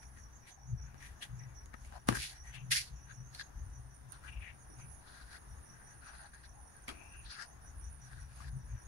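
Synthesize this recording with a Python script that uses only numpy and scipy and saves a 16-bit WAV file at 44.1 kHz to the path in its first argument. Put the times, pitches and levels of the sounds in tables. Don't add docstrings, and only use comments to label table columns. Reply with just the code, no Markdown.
import sys
import numpy as np
from scipy import signal
from scipy.fft import rfft, irfft, next_fast_len
from scipy.io import wavfile
from scipy.ndimage import map_coordinates

SR = 44100
rng = np.random.default_rng(int(sys.argv[2]) if len(sys.argv) > 2 else 0)


def wav_record(signal):
    frames = np.transpose(np.atleast_2d(signal))
    bounded = np.clip(frames, -1, 1)
    quanta = np.round(bounded * 32767).astype(np.int16)
    wavfile.write(sys.argv[1], SR, quanta)


N = 391166
TIME = np.arange(N) / SR


def amp(db):
    return 10 ** (np.asarray(db) / 20)


def unit(x):
    return x / np.sqrt(np.mean(x ** 2) + 1e-20)


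def panned(db):
    return amp(np.array([[.5], [-.5]]) * db)


def along(points, hz, column=1):
    columns = np.transpose(points)
    return np.interp(np.log(hz + 1), np.log(columns[0] + 1), columns[column])


def curves(rows):
    times, *columns = np.transpose(rows)
    return [np.interp(TIME, times, column) for column in columns]


def wobble(rate):
    return map_coordinates(rng.standard_normal(int(N * rate / SR) + 4), [TIME * rate])


def filtered(x, response):
    size = next_fast_len(N + SR // 2)
    return irfft(rfft(x, size) * response(np.fft.rfftfreq(size, 1 / SR)), size)[..., :N]


def mode(hz, width_hz):
    return lambda f: 1j * f * width_hz / (hz * hz - f * f + 1j * f * width_hz)


def rung(x, hz, width_hz):
    return unit(filtered(x, lambda f: mode(hz, width_hz)(f) ** 2))


def sliding(x, hz, width_hz):
    f, t, spectra = signal.stft(x, SR, nperseg=512, noverlap=384)
    now = np.minimum((t * SR).astype(int), N - 1)
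    gain = abs(mode(hz[now], width_hz[now])(f[:, None])) ** 3 / np.sqrt(width_hz[now])
    return unit(signal.istft(spectra * gain, SR, nperseg=512, noverlap=384)[1][:, :N])


def noise_pair(likeness):
    angle = lambda f: np.arccos(np.clip(along(likeness, f), 0, 1)) / 2
    weights = lambda f: np.array([np.cos(angle(f)), np.sin(angle(f))])
    mid, side = filtered(rng.standard_normal((2, N)), weights)
    return np.array([mid + side, mid - side])


# t/s, deep level/dB, upper level/dB
ROOF_RUMBLE = [(0.0, -62, -61), (0.15, -54.5, -63), (0.57, -66, -70.5), (0.74, -44.5, -44),
               (0.79, -43.5, -58.5), (1.01, -67.5, -57), (1.14, -47, -73), (1.23, -79, -73),
               (1.31, -51.5, -46.5), (1.43, -73, -52.5), (1.5, -56.5, -64), (1.95, -58, -65),
               (2.05, -53, -62), (2.1, -47, -32.5), (2.17, -47.5, -59), (2.35, -57, -71), (2.69, -58, -47),
               (2.86, -68, -69), (2.91, -50.5, -60), (3.26, -63, -55.5), (3.43, -69, -69.5),
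               (3.58, -43.5, -60), (4.1, -64, -64), (4.37, -45, -63.5), (4.62, -64, -69), (4.69, -49, -73),
               (4.86, -69, -53), (4.94, -51, -66), (5.01, -60.5, -71), (5.61, -55, -74), (5.63, -66, -68),
               (7.24, -56, -69), (7.26, -46.5, -62), (7.36, -70.5, -66.5), (7.86, -50.5, -74),
               (8.05, -64, -60), (8.13, -46.5, -54.5), (8.3, -58.5, -68), (8.52, -45, -53),
               (8.57, -48, -40.5), (8.67, -54, -65), (8.75, -46, -43), (8.82, -69, -64), (8.87, -53, -64)]
# f/Hz, density/dB per Hz
FAR_HISS = [(30, -88), (150, -92), (300, -95), (500, -100), (900, -98.5), (1300, -100), (1750, -99),
            (2300, -110), (3200, -114), (4300, -116), (5300, -111), (7600, -119), (10000, -118),
            (15000, -118)]
# f/Hz, likeness/0-1
PORT_LIKENESS = [(60, 0.97), (250, 1), (450, 0.3), (700, 0.096), (1000, 0.26), (3000, 0.037), (15000, 0.21)]


def air():
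    deep_db, upper_db = curves(ROOF_RUMBLE)
    deep = amp(deep_db + 3 * wobble(rate=9))
    upper = amp(upper_db + 4 * wobble(rate=9))
    hiss = np.sqrt(SR / 2) * filtered(noise_pair(PORT_LIKENESS), lambda f: amp(along(FAR_HISS, f)))
    hiss *= amp(1.3 * wobble(2.865))
    deep_boom = deep * rung(noise_pair(PORT_LIKENESS), hz=58.4, width_hz=32.2)
    upper_boom = upper * rung(noise_pair(PORT_LIKENESS), hz=123.7, width_hz=27.0)
    return hiss + deep_boom + upper_boom


# t/s, relative level/dB
CHORUS_LEVEL = [(0, -69), (.22, -73), (.3, -95), (.9, -82), (1.5, -79.5), (2.3, -81), (2.6, -75.5),
                (3.5, -83), (4.5, -78), (4.86, -65), (5.16, -72.5), (6.05, -70.5), (6.65, -75), (7.5, -90),
                (8.3, -75), (8.6, -99), (8.87, -90)]
# f/Hz, width/Hz, level/dB, left gain/dB, wavering/dB
FAR_TRILLS = [(3627, 260, -89, -3, 3.5), (5830, 200, -84, -4, 2.5), (6050, 530, -83, -0.5, 3.5),
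              (6610, 200, -86, -5, 2.5)]


def far_chorus():
    band = rung(noise_pair([(9000, 0.38)]), hz=9910, width_hz=1200)
    out = amp(curves(CHORUS_LEVEL)[0] - 5 + 2.5 * wobble(13)) * band * amp([[-8], [0]])
    for hz, width, db, left_db, waver_db in FAR_TRILLS:
        level = amp(db + waver_db * wobble(2.41))
        out += level * rung(noise_pair([(5000, 0.22)]), hz, width) * amp([[left_db], [0]])
    return out


# f/Hz, rate/chirps per s, first chirp t/s
CRICKET_CHIRPS = [(5790, 5.125, .045), (6020, 5.574, .159), (6290, 5.865, .035), (6550, 6.135, .052),
                  (6860, 6.135, .052), (7350, 7.76, .097)]
# width/Hz, sounding share of the period, left gain/dB,
# level/dB, weight of CRICKET_PICKUP, drift/dB per s
CRICKET_TONES = [(57.4, 0.6, -3.5, -66, 1.45, -0.51), (70, 0.51, -2, -68.5, 0.84, -0.35),
                 (89.5, 0.39, -11, -69, 1.3, -0.58), (79, 0.56, -8.5, -70, 0.94, -0.43),
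                 (100, 0.32, 5, -79.5, .9, -0.66), (50, 0.21, -3, -81, .3, 0.1)]
# t/s, low pair level/dB, higher tones level/dB
CRICKET_PICKUP = [(0, 0, -2), (.4, 1.5, 3), (.7, 5.5, 0), (1.15, -2, -3), (1.5, 1.5, 3.5), (2, -6, -7),
                  (2.4, 6.5, 3.5), (2.8, -9, -3), (3.15, 6, 7.5), (3.6, -3, 0), (4.05, -3, -5.5),
                  (4.4, -10, -6), (4.75, 3, 4), (5.25, -8.5, -5.5), (5.8, 7, -3.5), (6.3, -7, -0.5),
                  (6.8, 1, 0), (7.25, -5.5, 0), (7.8, 6, 2), (8.4, -7, -6), (8.8, 2.5, 3)]


def crickets():
    low_db, high_db = curves(CRICKET_PICKUP)
    out = 0
    for (hz, rate, first), tone_row in zip(CRICKET_CHIRPS, CRICKET_TONES):
        width, share, left_db, db, weight, drift = tone_row
        phase = ((TIME - first) * rate + 0.059 * wobble(1.0) + .5) % 1 - .5
        chirps = 0.049 + np.cos(np.pi * np.clip(phase / share, -.5, .5))
        rasp = 1 + 0.062 * np.sin(2 * np.pi * 60 * TIME + 4 * wobble(35))
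        tone = sliding(noise_pair([(5000, 0.43)]), hz * (1 + 0.0027 * wobble(5.4)), np.full(N, width))
        pickup_db = weight * (high_db if hz > 6100 else low_db)
        level = amp(db + pickup_db + drift * TIME + 2.6 * wobble(rate))
        out += level * chirps * rasp * tone * amp([[left_db], [0]])
    return out


# t/s, call number
KATYDID_PACE = [(3.14, 0), (3.66, 1), (4.27, 5), (4.99, 10), (5.37, 13), (5.93, 17), (6.91, 24), (7.48, 28),
                (7.649, 29), (8.21, 33), (8.82, 37)]
# t/s, level/dB
KATYDID_LEVEL = [(3, -78), (4, -70.5), (4.4, -74), (4.75, -69.5), (5.35, -77.5), (5.9, -66), (6.4, -72.5),
                 (6.75, -67), (6.95, -74), (7.2, -67), (7.45, -72), (7.95, -65.5), (8.4, -75.5),
                 (8.75, -68.5)]
# t/s, f/Hz
KATYDID_PITCH = [(3, 9450), (5, 9480), (6, 9450), (6.7, 9560), (7.6, 9640), (8.87, 9620)]
# pitch ratio, delay/s
WING_STROKES = [(1, 0), (.968, .06)]
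# width/Hz, a third of the length/s, left gain/dB, level/dB
WING_TONES = [(375, 0.036, 1, 0), (278, 0.04, -14, -3)]


def katydid():
    times, numbers = np.transpose(KATYDID_PACE)
    calls = np.interp(np.arange(numbers[-1] + 1), numbers, times)
    teeth = 1 + 0.25 * np.sin(2 * np.pi * 190 * TIME + 3 * wobble(32))
    level = amp(curves(KATYDID_LEVEL)[0])
    out = 0
    for (ratio, delay), (width, third_s, left_db, db) in zip(WING_STROKES, WING_TONES):
        crests = np.zeros(N + SR)
        crests[((calls + delay) * SR).astype(int)] = amp(db + 2.5 * rng.standard_normal(len(calls)))
        swell = signal.fftconvolve(crests, np.hanning(int(3 * third_s * SR)), "same")[:N]
        hz = ratio * curves(KATYDID_PITCH)[0] + 60 * np.tanh(unit(swell)) - 30
        tone = sliding(noise_pair([(9000, 0.87)]), hz, np.full(N, width))
        out += level * swell * teeth * tone * amp([[left_db], [0]])
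    return out


def porch_echo(x):
    t = np.arange(SR // 4) / SR
    tail = rng.standard_normal((2, len(t))) * amp(-60 * t / 0.055) * (t > .003)
    return signal.fftconvolve(x, tail / np.linalg.norm(tail[0]), axes=1)[:, :N]


# t/s, level/dB, time to fall 60 dB/s
BENCH_SHUDDERS = [(2.101, -38.5, 0.23), (4.7, -60, 0.31), (6.886, -52, 0.33)]


def bench_shudder():
    level = sum(amp(db - 60 * abs(TIME - s) / t60) * (TIME > s) for s, db, t60 in BENCH_SHUDDERS)
    return level * rung(noise_pair(PORT_LIKENESS), hz=318, width_hz=143) * panned(1.9)


# t/s, relative level/dB, knock trim/dB, left-right/dB, ping f/Hz
PIN_CATCHES = [(0.172, -45.5, -15, 3, 1900), (0.9431, -50, -7.5, 1, 1660), (1.025, -40, -31, 2, 1820),
               (1.047, -41, -35, 7, 1840), (1.2238, -33.5, -31, 14, 3300), (1.4375, -52, -12, 9, 2020),
               (1.6581, -42.5, -19, 1, 6600), (1.7402, -41.5, -10.5, 19.5, 1260),
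               (1.848, -43.5, -21, 5, 2240), (1.923, -40, -20, -3, 1560), (2.072, -39, -16, 13, 9950),
               (2.0871, -18, -4.5, -14, 1140), (2.1246, -34.5, -5, 13, 1740), (2.152, -29, -28, 14, 1600),
               (2.17, -27, -21, -7, 1600), (2.7106, -32, -57, 7, 2090), (3.348, -32, -38, 4, 4330),
               (3.395, -32.5, -42, 11, 1700), (3.4097, -32.5, -41, 11, 1660),
               (4.121, -38.5, -32, -3.5, 9600), (4.4263, -53, -21, 4, 2580), (4.786, -51.5, -12, 1, 6340),
               (5.379, -50, -20, 3.5, 1650), (6.437, -41, -37, -5, 1590), (6.8812, -23.5, -27, -7.5, 2260),
               (6.889, -26.5, -33, 5, 3250), (6.8983, -34, -27, -2, 1290), (7.313, -39, -35, 10, 4360),
               (7.3928, -39, -42, 12, 1530), (7.412, -38, -44, 22, 1610), (7.422, -34, -38, 19.5, 5200),
               (7.4306, -49, -27, 26, 1750), (8.1314, -43, -23, 8, 1670), (8.4033, -37.5, -26, 1, 1160),
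               (8.443, -41.5, -31, 5, 1770), (8.48, -53, -25, 3.0, 1730)]
# f/Hz, width/Hz, level/dB
BENCH_MODES = [(127, 45, -38), (199, 122, 3), (316, 68, -3.5), (664, 320, -16), (1125, 200, -9.5)]


def catches_and_taps():
    cracks, blows = np.zeros((2, N + SR)), np.zeros(N)
    t = np.arange(600) / SR
    attack = 1 - np.exp(-t / 0.00078)
    for s, db, knock_db, pan_db, hz in PIN_CATCHES:
        noise = rng.standard_normal(len(t)) + 2.7 * rng.standard_normal((2, len(t)))
        burst = amp(-60 * t / 0.009) * noise
        snap = 0.49 * signal.lfilter(*signal.iirpeak(hz, 1.2, SR), burst)
        ping = 0.5 * amp(-60 * t / 0.031) * np.sin(2 * np.pi * hz * t)
        start = round(s * SR)
        cracks[:, start:start + len(t)] += amp(db - 3.0) * panned(pan_db) * (snap + ping) * attack
        blows[round((s + .0012) * SR)] = amp(db + knock_db + 40.5)
    wood = lambda f: sum(amp(db) * mode(hz, width)(f) for hz, width, db in BENCH_MODES)
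    return cracks[:, :N] + panned(1.2) * filtered(blows, wood)


# f/Hz, width/Hz, relative level/dB
PIN_BED_MODES = [(1660, 22, -1.5), (1917, 29, -2), (2390, 49, -3.5), (2722, 21, -0.5), (2950, 19, -2.5),
                 (3390, 40, 0), (4180, 19, -2), (4410, 31, -12), (4710, 30, -8), (4980, 26, -6),
                 (5230, 28, -14), (5700, 28, -0.5)]


def pin_friction():
    slips = (rng.random(N) < 700 / SR) * amp(2.3 * rng.standard_normal(N))
    jerks = 1.25 + 0.38 * unit(signal.lfilter([1], [1, -.95], slips))
    rub = noise_pair([(500, 0.13), (10000, 0.053)]) * jerks * amp(1.76 * wobble(40))
    pin_bed = lambda f: 1 + sum(amp(db + 0.5) * mode(hz, width)(f) for hz, width, db in PIN_BED_MODES)
    return filtered(rub, pin_bed)


def swells(rows, db_column, rest_db):
    fade_db, flat_top = 26.5, 1.68
    power = amp(2.023 * (rest_db + 4 * wobble(7)))
    for row in rows:
        crest, rise, fall = row[:3]
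        span = slice(max(int((crest - 2 * rise) * SR), 0), int((crest + 2 * fall) * SR))
        t = TIME[span] - crest
        from_crest = np.where(t < 0, -t / rise, t / fall)
        power[span] += amp(2 * (row[db_column] - fade_db * from_crest ** flat_top))
    return np.sqrt(power)


# crest t/s, rise/s, fall/s,
# relative level/dB of back, pad and fur, back f/Hz, pad f/Hz
FUR_STROKES = [(.03, 0.027, 0.029, -64, -76, -76, 1490, 4970), (.18, 0.077, .05, -64, -84, -80, 1780, 4730),
               (.48, 0.035, 0.09, -70, -68.5, -74, 1650, 3820), (.89, 0.18, .08, -67, -91, -93, 1500, 4500),
               (1.06, 0.092, 0.095, -59, -67.5, -67.5, 1880, 3600),
               (1.233, 0.034, 0.083, -54, -66, -66, 1780, 3730),
               (1.42, 0.047, 0.099, -65, -98, -102, 1840, 4520),
               (1.74, 0.012, 0.015, -50, -73, -81, 1630, 4160),
               (1.86, 0.12, 0.15, -78, -81, -75.5, 1620, 4420),
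               (1.96, 0.052, 0.044, -61, -68, -77, 1530, 4500),
               (2.09, 0.02, 0.077, -41.5, -54, -55.5, 1430, 4700),
               (2.157, 0.025, 0.056, -42.5, -63, -53.5, 1590, 4630),
               (2.24, 0.14, 0.13, -58, -47, -58, 1850, 4270),
               (2.33, 0.084, 0.12, -59, -73, -73.5, 1800, 4230),
               (2.47, 0.037, 0.072, -55, -82, -73, 1890, 4660),
               (2.555, 0.05, 0.041, -63, -74, -72, 1740, 4000),
               (2.717, 0.013, 0.1, -41.5, -38.5, -46.5, 2030, 4500),
               (2.756, 0.033, .07, -39, -37.5, -49, 1870, 4730),
               (2.8, 0.06, .12, -58.5, -50.5, -61, 2090, 4630),
               (3.11, 0.053, 0.036, -51, -68, -90, 1500, 3820),
               (3.36, 0.054, 0.12, -61, -59, -71, 1640, 4400),
               (3.409, 0.036, 0.029, -48, -46, -77, 1700, 4200),
               (4.131, 0.017, 0.077, -57, -68, -80, 1390, 4030),
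               (4.25, 0.033, 0.075, -50.5, -76, -75.5, 1420, 4440),
               (4.47, 0.1, 0.069, -56.5, -95, -95, 2000, 4100),
               (4.8, .03, 0.025, -65, -70, -79, 1370, 5000),
               (5.1, 0.11, 0.24, -58.5, -64.5, -84, 1510, 4100),
               (5.22, 0.2, 0.17, -60.5, -68.5, -82, 1500, 4300),
               (5.365, 0.16, 0.038, -54, -62, -75.5, 1660, 4400),
               (5.77, 0.17, 0.25, -65, -92, -97, 1680, 4850), (5.93, 0.11, 0.11, -64, -82, -90, 1600, 4400),
               (6.08, 0.11, 0.15, -56.5, -68, -84, 1420, 4370),
               (6.17, 0.11, 0.091, -61, -69, -84, 1560, 4280),
               (6.25, 0.19, 0.087, -58.5, -68, -89, 1580, 4240),
               (6.35, 0.058, 0.098, -59, -69, -87, 1630, 4360),
               (6.455, .03, 0.025, -59, -59.5, -83, 1840, 4200),
               (6.76, 0.057, 0.096, -67.5, -84, -92, 1630, 4500),
               (6.885, 0.015, 0.094, -55, -59, -67.5, 1290, 4300),
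               (7.15, 0.061, 0.041, -63, -79, -106, 1600, 4670),
               (7.265, .025, .07, -62, -57.5, -92, 1630, 4060),
               (7.325, 0.082, 0.065, -55, -50.5, -78, 1490, 4530),
               (7.39, 0.08, .06, -48, -58, -79, 1530, 4800),
               (7.425, 0.051, 0.054, -54, -52.5, -71, 1570, 4970),
               (8.15, 0.24, 0.24, -62, -73.5, -77.5, 1580, 4150),
               (8.42, 0.17, 0.059, -61, -69, -72.5, 1420, 4700),
               (8.484, 0.088, 0.022, -59, -63.5, -76, 1680, 4470),
               (8.7, .04, .04, -65, -95, -95, 1680, 4530), (8.8, 0.098, .04, -64, -90, -92, 1680, 4530)]
# crest t/s, rise/s, fall/s, relative level/dB, f/Hz, base width/Hz
PIN_RELEASES = [(.03, 0.03, .04, -65, 2270, 450), (.48, 0.066, 0.033, -61, 2120, 450),
                (.9, 0.19, 0.088, -72, 2450, 450), (1.06, 0.12, 0.039, -56.5, 2130, 450),
                (1.23, 0.024, 0.045, -48.5, 3200, 450), (1.42, 0.052, 0.17, -68, 2200, 450),
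                (1.74, .015, 0.022, -60, 2040, 450), (1.92, .12, 0.088, -72, 2720, 450),
                (2.09, .015, .06, -47, 2850, 480), (2.238, 0.062, 0.062, -43.5, 2520, 500),
                (2.56, 0.058, .11, -51, 2600, 605), (2.718, 0.012, 0.12, -40, 2780, 556),
                (3.11, .04, .04, -67, 2540, 500), (4.285, 0.022, .04, -53, 2600, 503),
                (4.33, 0.024, .04, -52.5, 2600, 450), (4.37, 0.022, .05, -54, 2580, 450),
                (4.46, 0.1, .11, -51, 2410, 547), (4.81, 0.066, 0.15, -65.5, 2400, 400),
                (6.09, 0.16, 0.12, -69, 2580, 350), (6.885, 0.018, 0.18, -56, 2380, 400),
                (7, 0.13, 0.23, -61, 2500, 220), (7.19, 0.39, 0.11, -60, 2640, 199),
                (7.34, 0.033, 0.056, -55, 2600, 450), (8.42, .07, 0.088, -67, 2460, 450)]
# crest t/s, rise/s, fall/s, relative level/dB
CUSHION_PUSHES = [(1.25, .04, 0.053, -62), (1.74, .015, .03, -62), (1.96, 0.056, 0.039, -46),
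                  (2.1, 0.034, 0.1, -45), (2.33, 0.076, 0.068, -66), (2.466, 0.027, .05, -64),
                  (3.36, .06, .05, -62), (4.1, .02, .03, -62), (4.8, .04, 0.022, -58),
                  (5.37, .08, 0.027, -62), (6.11, 0.058, .08, -60), (6.25, 0.15, 0.046, -59),
                  (6.885, .012, 0.21, -59.5), (8.42, 0.11, 0.047, -59)]
# relative level/dB of cushion, back, pins, pad and fur
CONTACT_DB = [-71, -87, -82, -98, -98]
# trim/dB, left-right/dB
BRUSH_PARTS = [(-3, -3.5), (-4, 3), (-4, 5), (-1, 0)]
# f/Hz, relative level/dB
FUR_SPECTRUM = [(1000, -35), (1500, -12), (2500, -0.5), (4500, 1), (7000, 5), (9000, 4), (12000, 1),
                (16000, -13)]
# t/s, left-right/dB
BRUSH_POSITION = [(.5, -2), (1.06, -0.5), (1.24, -2), (1.9, 0.5), (2.1, -0.5), (2.25, -1.5), (2.55, 2.5),
                  (2.75, -0.5), (3.1, -2.5), (3.4, -2.5), (4.3, 0), (5.2, -0.5), (6.1, 1.5), (6.45, -1),
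                  (6.9, 2), (7.1, 2.5), (7.4, 3), (8.15, -1), (8.45, 0.5)]


def brush():
    cushion_db, back_db, pins_db, pad_db, fur_db = CONTACT_DB
    levels = [swells(CUSHION_PUSHES, 3, cushion_db), swells(FUR_STROKES, 3, back_db),
              swells(PIN_RELEASES, 3, pins_db), swells(FUR_STROKES, 4, pad_db)]
    fur = swells(FUR_STROKES, 5, fur_db)
    back_hz, pad_hz = curves(FUR_STROKES)[-2:]
    pins_hz, pins_width = curves(PIN_RELEASES)[-2:]
    pitches_hz = [np.full(N, 790), back_hz, pins_hz, pad_hz]
    widths_hz = [200, 323, pins_width, 920]
    damping = 1 + (amp(90) * fur) ** 0.17
    rub = pin_friction()
    out = amp(6.5) * fur * unit(filtered(rub, lambda f: amp(along(FUR_SPECTRUM, f))))
    for level, hz, width, (trim_db, pan_db) in zip(levels, pitches_hz, widths_hz, BRUSH_PARTS):
        ringing = sliding(rub, hz, width * damping)
        out += level * amp(trim_db + 1.5 * wobble(60)) * ringing * panned(pan_db)
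    return out * panned(curves(BRUSH_POSITION)[0])


def scene():
    hits = catches_and_taps()
    close = brush() + hits + amp(-9) * porch_echo(hits) + bench_shudder()
    return close + crickets() + katydid() + far_chorus() + air()


# f/Hz, left gain/dB, right gain/dB
MIC_PORTS = [(50.3, 3, 0), (185, 2.5, -3), (726, 2.5, -3.5), (1520, 5, -6), (2460, 1, -2.5), (4870, -1, 0),
             (6840, -4, 4.5), (7680, 1, -4.5), (9500, -3.5, 11), (10280, -19, 12.5), (11870, -24, 1.5),
             (14600, -29, 0.5)]


def record(dry):
    lag_s, top_hz = 47 / SR, 15750
    left = lambda f: amp(along(MIC_PORTS, f, column=1)) * np.exp(-1j * np.pi * f * lag_s)
    right = lambda f: amp(along(MIC_PORTS, f, column=2)) * np.exp(1j * np.pi * f * lag_s)
    return filtered(dry, lambda f: np.array([left(f), right(f)]) * (f < top_hz))


dry = scene()
out = record(dry)
wav_record(out)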